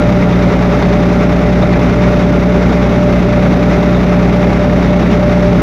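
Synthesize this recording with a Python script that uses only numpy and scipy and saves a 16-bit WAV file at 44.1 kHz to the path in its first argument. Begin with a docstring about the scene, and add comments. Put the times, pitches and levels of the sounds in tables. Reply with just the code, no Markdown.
"""A six-cylinder diesel drives a portable air compressor at a steady 1200 rpm, outdoors, with the
microphone right at the control panel. The exhaust drones on multiples of the working cycle, each
firing knocks, and the valve gear clatters alike in every cycle. Around the engine the screw rotors
whine, the cooling fan hums and pushes a rush of air, and loose casing parts ping and clack.
A fast limiter behind the microphone rounds the peaks."""
import sys
import numpy as np
from scipy import signal
from scipy.fft import rfft, irfft, next_fast_len
from scipy.io import wavfile
from scipy.ndimage import uniform_filter1d, minimum_filter1d, map_coordinates

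SR = 44100
rng = np.random.default_rng(int(sys.argv[2]) if len(sys.argv) > 2 else 0)


def materialize(psi):
    """Save the field psi as 16-bit PCM at rate SR to the path in sys.argv[1].

    A 1-D psi becomes a single channel; in a 2-D psi each row is a channel.
    """
    bounded = np.clip(np.atleast_2d(psi).T, -1, 1)
    quanta = np.round(bounded * 32767).astype(np.int16)
    wavfile.write(sys.argv[1], SR, quanta)


N = 247841
CYCLE_HZ = 9.992  # the engine's working cycle: two turns of the crank


def diesel(clock):
    """The engine from close by: its exhaust, and the metal that firings and valve gear strike."""
    cycles = CYCLE_HZ * clock
    drone = exhaust(clock)
    force = firings(cycles) * effort(clock)
    return drone + clatter(cycles, force) + knock(force) + rings(force) + tappet(cycles) + valves(cycles)


# exhaust drone; order 6 is the firing rate: (order [multiple of the cycle], relative level [dB])
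DRONE_ORDERS = [(5, -42), (6, -17.7), (7, -41), (9, -33), (10, -32), (11, -38), (12, -18.9), (15, -28),
                (16, -29), (17, -29), (23, -35), (24, -31), (25, -28.7), (26, -28.5), (27, -29.7),
                (28, -28.5), (29, -33), (30, -33.5), (32, -36), (33, -35), (39, -31.5), (40, -36),
                (42, -30.3), (45, -38), (50, -40), (54, -37), (56, -36), (57, -38), (58, -38), (59, -33),
                (60, -38), (76, -36), (80, -37.5), (82, -39.5), (83, -44), (93, -44), (99, -42.5),
                (105, -42), (114, -41), (124, -46), (129, -43), (208, -47)]
# swell and sag of the exhaust's boom: (time [s], relative level [dB])
BOOM_CURVE = [(0.0, -18.5), (0.12, -12), (0.69, -14), (0.77, -20.5), (0.85, -12), (0.94, -15), (1.08, -13),
              (1.99, -16.5), (2.07, -13), (2.17, -16), (2.6, -12), (2.85, -15.5), (3.26, -13.5), (3.3, -15),
              (4.35, -13), (4.38, -14.5), (5.57, -13.5), (5.62, -20)]
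def exhaust(clock, boom_order=18, drone_db=1.18, boom_db=-12.5):
    """The exhaust drones on multiples of the cycle and booms loudest at three times the firing rate."""
    partials = [(order * CYCLE_HZ, db) for order, db in DRONE_ORDERS]
    drone = tones(clock, partials, waver_db=0.5, waver_hz=7)
    boom = contour(BOOM_CURVE) * np.sqrt(2) * np.sin(2 * np.pi * boom_order * CYCLE_HZ * clock)
    return undb(drone_db) * drone + undb(boom_db) * boom


# each cylinder's knock, in firing order: (relative level [dB])
CYLINDER_DB = [-1.3, 2, 0.9, -0.7, -0.8, 0.7]
def firings(cycles, first=0.269, second_blow=0.073, scatter_db=0.6):
    """Knock strength, rms 1: each uneven firing blends into the next; combustion and an injector or valve blow
    strike twice a firing."""
    stroke = (cycles - first + 1) * len(CYLINDER_DB) + 1
    count = np.arange(int(stroke.max()) + 2)
    size_db = np.take(CYLINDER_DB, count, mode="wrap") + scatter_db * rng.standard_normal(len(count))
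    force = undb(np.interp(stroke, count, size_db)) * (1 + second_blow * np.cos(2 * np.pi * 2 * stroke))
    return force / np.sqrt(np.mean(force ** 2))


# firings that knock harder: (time [s], extra level [dB])
HARD_FIRINGS = [(0.227, 1.5), (0.527, 5), (0.64, 2), (0.731, 3), (0.826, 3.5), (0.933, 1.5), (1.045, 1.5),
                (1.232, 3.5), (1.628, 1.3), (2.042, 4.5), (2.134, 2), (2.235, 1.5), (2.632, 2), (2.942, 1),
                (3.294, 2.5), (3.725, 4.5), (4.43, 1.8), (4.642, 1), (4.836, 3.5), (5.115, 2)]
def effort(clock, waver_db=0.3, rise_s=0.023, fade_s=0.022):
    """Gain of the knock: it wavers with the load and swells briefly at each hard firing."""
    db = waver_db * walk(9)
    for time, extra_db in HARD_FIRINGS:
        age = clock - time
        db = db + extra_db * np.exp(-(age / np.where(age < 0, rise_s, fade_s)) ** 2)
    return undb(db)


# spectrum of combustion and piston slap: (frequency [Hz], relative density [dB per Hz])
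KNOCK_SPECTRUM = [(150, -65), (400, -47.5), (750, -53), (980, -59.5), (1380, -57), (1650, -60.5),
                  (2180, -58), (3050, -75), (3680, -68), (4300, -76.5), (5900, -75), (7200, -87),
                  (8200, -100), (12000, -104.5)]
def knock(force, db=-0.12):
    """Combustion and piston slap make fresh noise at each firing."""
    return undb(db) * colour(force * rng.standard_normal(N), KNOCK_SPECTRUM)


# spectrum of block and valve gear: (frequency [Hz], relative density [dB per Hz])
CLATTER_SPECTRUM = [(100, -73.5), (200, -55.5), (320, -51.5), (570, -50.5), (820, -57), (1150, -56.5),
                    (1650, -62.5), (2150, -65.5), (2700, -68), (3650, -85.5), (5200, -90.5), (8000, -120)]
def clatter(cycles, force, slack_s=0.00006, db=-0.2):
    """The same parts strike at the same crank angles, so one cycle of rattle comes round again."""
    rattle = rng.standard_normal(int(SR / CYCLE_HZ))
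    place = (cycles + CYCLE_HZ * slack_s * walk(90)) % 1  # slack makes strikes early or late
    repeating = map_coordinates(rattle, [place * len(rattle)], order=3, mode="wrap")
    return undb(db) * colour(force * repeating, CLATTER_SPECTRUM)


# resonances of rocker cover and injector lines: (frequency [Hz], width [Hz], level [dB])
METAL_MODES = [(1401, 19, -40), (2093, 50, -41.5), (2260, 70, -46), (3420, 150, -54), (3730, 120, -50.5)]
def rings(force, spread_db=5.0):
    """Dense uneven taps set each thin metal part ringing on its own."""
    out = 0
    for hz, width, db in METAL_MODES:
        taps = force * undb(spread_db * walk(70)) * rng.standard_normal(N)
        ring = signal.lfilter(*signal.iirpeak(hz, hz / width, fs=SR), taps)
        out = out + undb(db) * ring / ring.std()
    return out


# spectrum of the tappet's tick: (frequency [Hz], relative density [dB per Hz])
TAPPET_SPECTRUM = [(500, -75), (1000, -47.5), (2200, -54), (3200, -77), (6000, -110)]
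def tappet(cycles, db=-5.5):
    """One slack tappet ticks at the same point of every working cycle."""
    ticks = cycle_pulse(cycles, place=0.585, half_width_s=0.00099)
    return undb(db) * colour(ticks * rng.standard_normal(N), TAPPET_SPECTRUM)


# valves that seat loudly: (place in the cycle [0-1], relative level [dB], half-width [s])
VALVE_HITS = [(0.27, -2.3, 0.006), (0.92, -3.5, 0.003)]
# spectrum of their chatter: (frequency [Hz], relative density [dB per Hz])
VALVE_SPECTRUM = [(1200, -85), (2400, -65.5), (3000, -69.5), (3700, -65.5), (4400, -73.5), (5800, -77),
                  (7200, -84), (9000, -112)]
def valves(cycles, waver_db=1.5):
    """Two valves seat with a bright metallic chatter in every working cycle."""
    hits = sum(undb(db) * cycle_pulse(cycles, place, width) for place, db, width in VALVE_HITS)
    return colour(hits * undb(waver_db * walk(12)) * rng.standard_normal(N), VALVE_SPECTRUM)


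# harmonics of the screw's lobes, from the first up: (relative level [dB])
LOBE_HARMONICS = [-40, -28.5, -19, -46, -53, -50]
# wavering of the whine: (time [s], relative level [dB])
WHINE_CURVE = [(0.0, -27), (0.03, -20.5), (0.51, -25.5), (0.56, -23), (1.56, -23.5), (1.69, -18.5),
               (1.72, -26), (2.32, -21.5), (2.33, -27), (2.55, -22), (2.71, -26), (2.74, -19),
               (2.93, -26.5), (3.03, -19), (3.18, -23), (3.19, -29), (3.26, -20.5), (3.47, -25),
               (3.96, -21.5), (4.01, -30.5), (4.07, -22), (4.3, -26), (4.49, -19), (4.54, -25.5),
               (4.62, -20), (4.87, -25.5), (4.93, -17.5), (5.02, -24), (5.29, -20), (5.4, -27), (5.43, -19),
               (5.53, -20), (5.56, -28.5), (5.62, -26.5)]
def screw(clock, lobe_hz=197.78, twist_s=0.00006):
    """Lobes release air in pulses; each firing twists the drive and puts sidebands on the whine."""
    twisted = clock + twist_s * np.sin(2 * np.pi * len(CYLINDER_DB) * CYCLE_HZ * clock)
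    partials = [(k * lobe_hz, db) for k, db in enumerate(LOBE_HARMONICS, 1)]
    return contour(WHINE_CURVE) * tones(twisted, partials, waver_db=1.5, waver_hz=12)


# harmonics of the fan's blades, from the first up: (level [dB])
BLADE_HARMONICS = [-21, -31.5]
# cooling air through the canopy: (frequency [Hz], density [dB per Hz])
AIR_SPECTRUM = [(15, -66), (45, -44), (85, -48), (150, -36), (230, -39.5), (410, -45.5), (505, -52.5),
                (575, -45.5), (660, -52), (830, -52.5), (950, -58), (2200, -65), (5800, -81), (9000, -100),
                (12000, -87)]
def fan(clock, blade_hz=214.15, gust_db=0.46):
    """The passing blades hum and push a turbulent rush of cooling air."""
    rush = colour(undb(gust_db * walk(11)) * rng.standard_normal(N), AIR_SPECTRUM)
    partials = [(k * blade_hz, db) for k, db in enumerate(BLADE_HARMONICS, 1)]
    return rush + tones(clock, partials, waver_db=-0.4, waver_hz=5.9)


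# jolts of loose casing parts: (time [s], pitch [Hz], peak level [dB])
CASING_PINGS = [(0.222, 2080, -19), (0.322, 3620, -29), (0.826, 4450, -31), (0.828, 3600, -34),
                (1.623, 3730, -28), (1.650, 2060, -26), (1.726, 4330, -35), (1.737, 2330, -20),
                (2.036, 2230, -22), (2.229, 3380, -29), (2.726, 3700, -34), (3.290, 2170, -23),
                (3.291, 3500, -32), (3.943, 3664, -27), (4.119, 1290, -17), (4.889, 3500, -31),
                (5.100, 2870, -29), (5.125, 3300, -31)]
def pings(buzz_rad=1.0, buzz_hz=600):
    """A jolted part rings briefly and buzzes as it does, which blurs its pitch."""
    t = np.arange(N) / SR
    out = 0
    for start, hz, db in CASING_PINGS:
        phase = 2 * np.pi * hz * (t - start) + buzz_rad * walk(buzz_hz)
        out = out + undb(db) * struck(start, rise_s=0.0024, t60_s=0.092) * np.sin(phase)
    return out


# blows of a casing panel: (time [s], relative level [dB], time to fall 60 dB [s])
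PANEL_BLOWS = [(0.822, -3, 0.059), (1.735, -5, 0.018), (1.896, -0.5, 0.017)]
# spectrum of a blow: (frequency [Hz], relative density [dB per Hz])
PANEL_SPECTRUM = [(300, -62), (900, -39.5), (1500, -46.5), (2500, -54), (3200, -64), (4500, -66),
                  (6000, -76), (9000, -95)]
def clacks(contact_s=0.0005):
    """A shaken panel clacks drily against its frame."""
    blows = sum(undb(db) * struck(start, contact_s, t60_s) for start, db, t60_s in PANEL_BLOWS)
    return colour(blows * rng.standard_normal(N), PANEL_SPECTRUM)


def crank(hunt_s=0.00012, shake_s=0.000015):
    """The crank's own clock [s]: the governor hunts slowly, and quick random nudges shake it."""
    return np.arange(N) / SR + hunt_s * walk(2.2) + shake_s * walk(40)


def undb(db):
    """Decibels to gain."""
    return np.exp(np.asarray(db) * (np.log(10) / 20))


def colour(noise, spectrum):
    """Give white noise of rms 1 a spectrum of (frequency [Hz], density [dB per Hz]) points."""
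    hz, db = np.transpose(spectrum)
    size = next_fast_len(N + 8192)
    bin_hz = np.maximum(np.arange(size // 2 + 1) * SR / size, 1)
    gain = undb(np.interp(np.log(bin_hz), np.log(hz), db)) * np.sqrt(SR / 2)
    return irfft(rfft(noise, size) * gain, size)[:N]


def walk(rate_hz, substeps=8):
    """A smooth random waver of spread 1 that takes rate_hz new values a second."""
    steps = np.repeat(rng.standard_normal(int(rate_hz * N / SR) + 2), substeps)
    smooth = uniform_filter1d(uniform_filter1d(steps, substeps), substeps)
    positions = np.arange(len(smooth)) * SR / (rate_hz * substeps)
    return np.interp(np.arange(N), positions, smooth / smooth.std())


def tones(clock, partials, waver_db, waver_hz):
    """Sines of (frequency [Hz], rms level [dB]) that follow a shaft's clock and waver in level."""
    out = 0
    for hz, db in partials:
        phase = 2 * np.pi * (hz * clock + rng.random())
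        out = out + undb(db + waver_db * walk(waver_hz)) * np.sin(phase)
    return np.sqrt(2) * out


def contour(curve):
    """Gain from a curve of (time [s], level [dB]), taken about its own mean."""
    db = np.interp(np.arange(N) / SR, *np.transpose(curve))
    return undb(db - db.mean())


def cycle_pulse(cycles, place, half_width_s):
    """A bell-shaped pulse at the same place in every working cycle."""
    age = ((cycles - place + 0.5) % 1 - 0.5) / CYCLE_HZ
    return np.exp(-(age / half_width_s) ** 2)


def struck(start, rise_s, t60_s):
    """Envelope of a tap: a quick rise, then an exponential decay; peak 1."""
    age = np.maximum(np.arange(N) / SR - start, 0)
    shape = (1 - np.exp(-age / rise_s)) * np.exp(-np.log(1000) * age / t60_s)
    return shape / shape.max()


def scene():
    """At the control panel, in mono: one crank drives engine, screw and fan; the casing rattles."""
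    clock = crank()
    return (diesel(clock) + screw(clock) + fan(clock) + pings() + clacks())[None]


def record(dry, ceiling=0.87, hold_s=0.005, input_db=0.54, top_hz=12100):
    """The close microphone feeds a fast limiter that ducks the peaks; the top treble is then cut."""
    mic = undb(input_db) * dry
    span = max(int(hold_s * SR), 1)
    allowed_gain = ceiling / np.maximum(np.abs(mic), ceiling)
    held_gain = minimum_filter1d(allowed_gain, 2 * span + 1)
    gain = uniform_filter1d(uniform_filter1d(held_gain, span), span)
    lowpass = signal.ellip(10, 0.2, 80, top_hz, fs=SR, output="sos")
    return signal.sosfilt(lowpass, mic * gain)


dry = scene()
out = record(dry)
materialize(out)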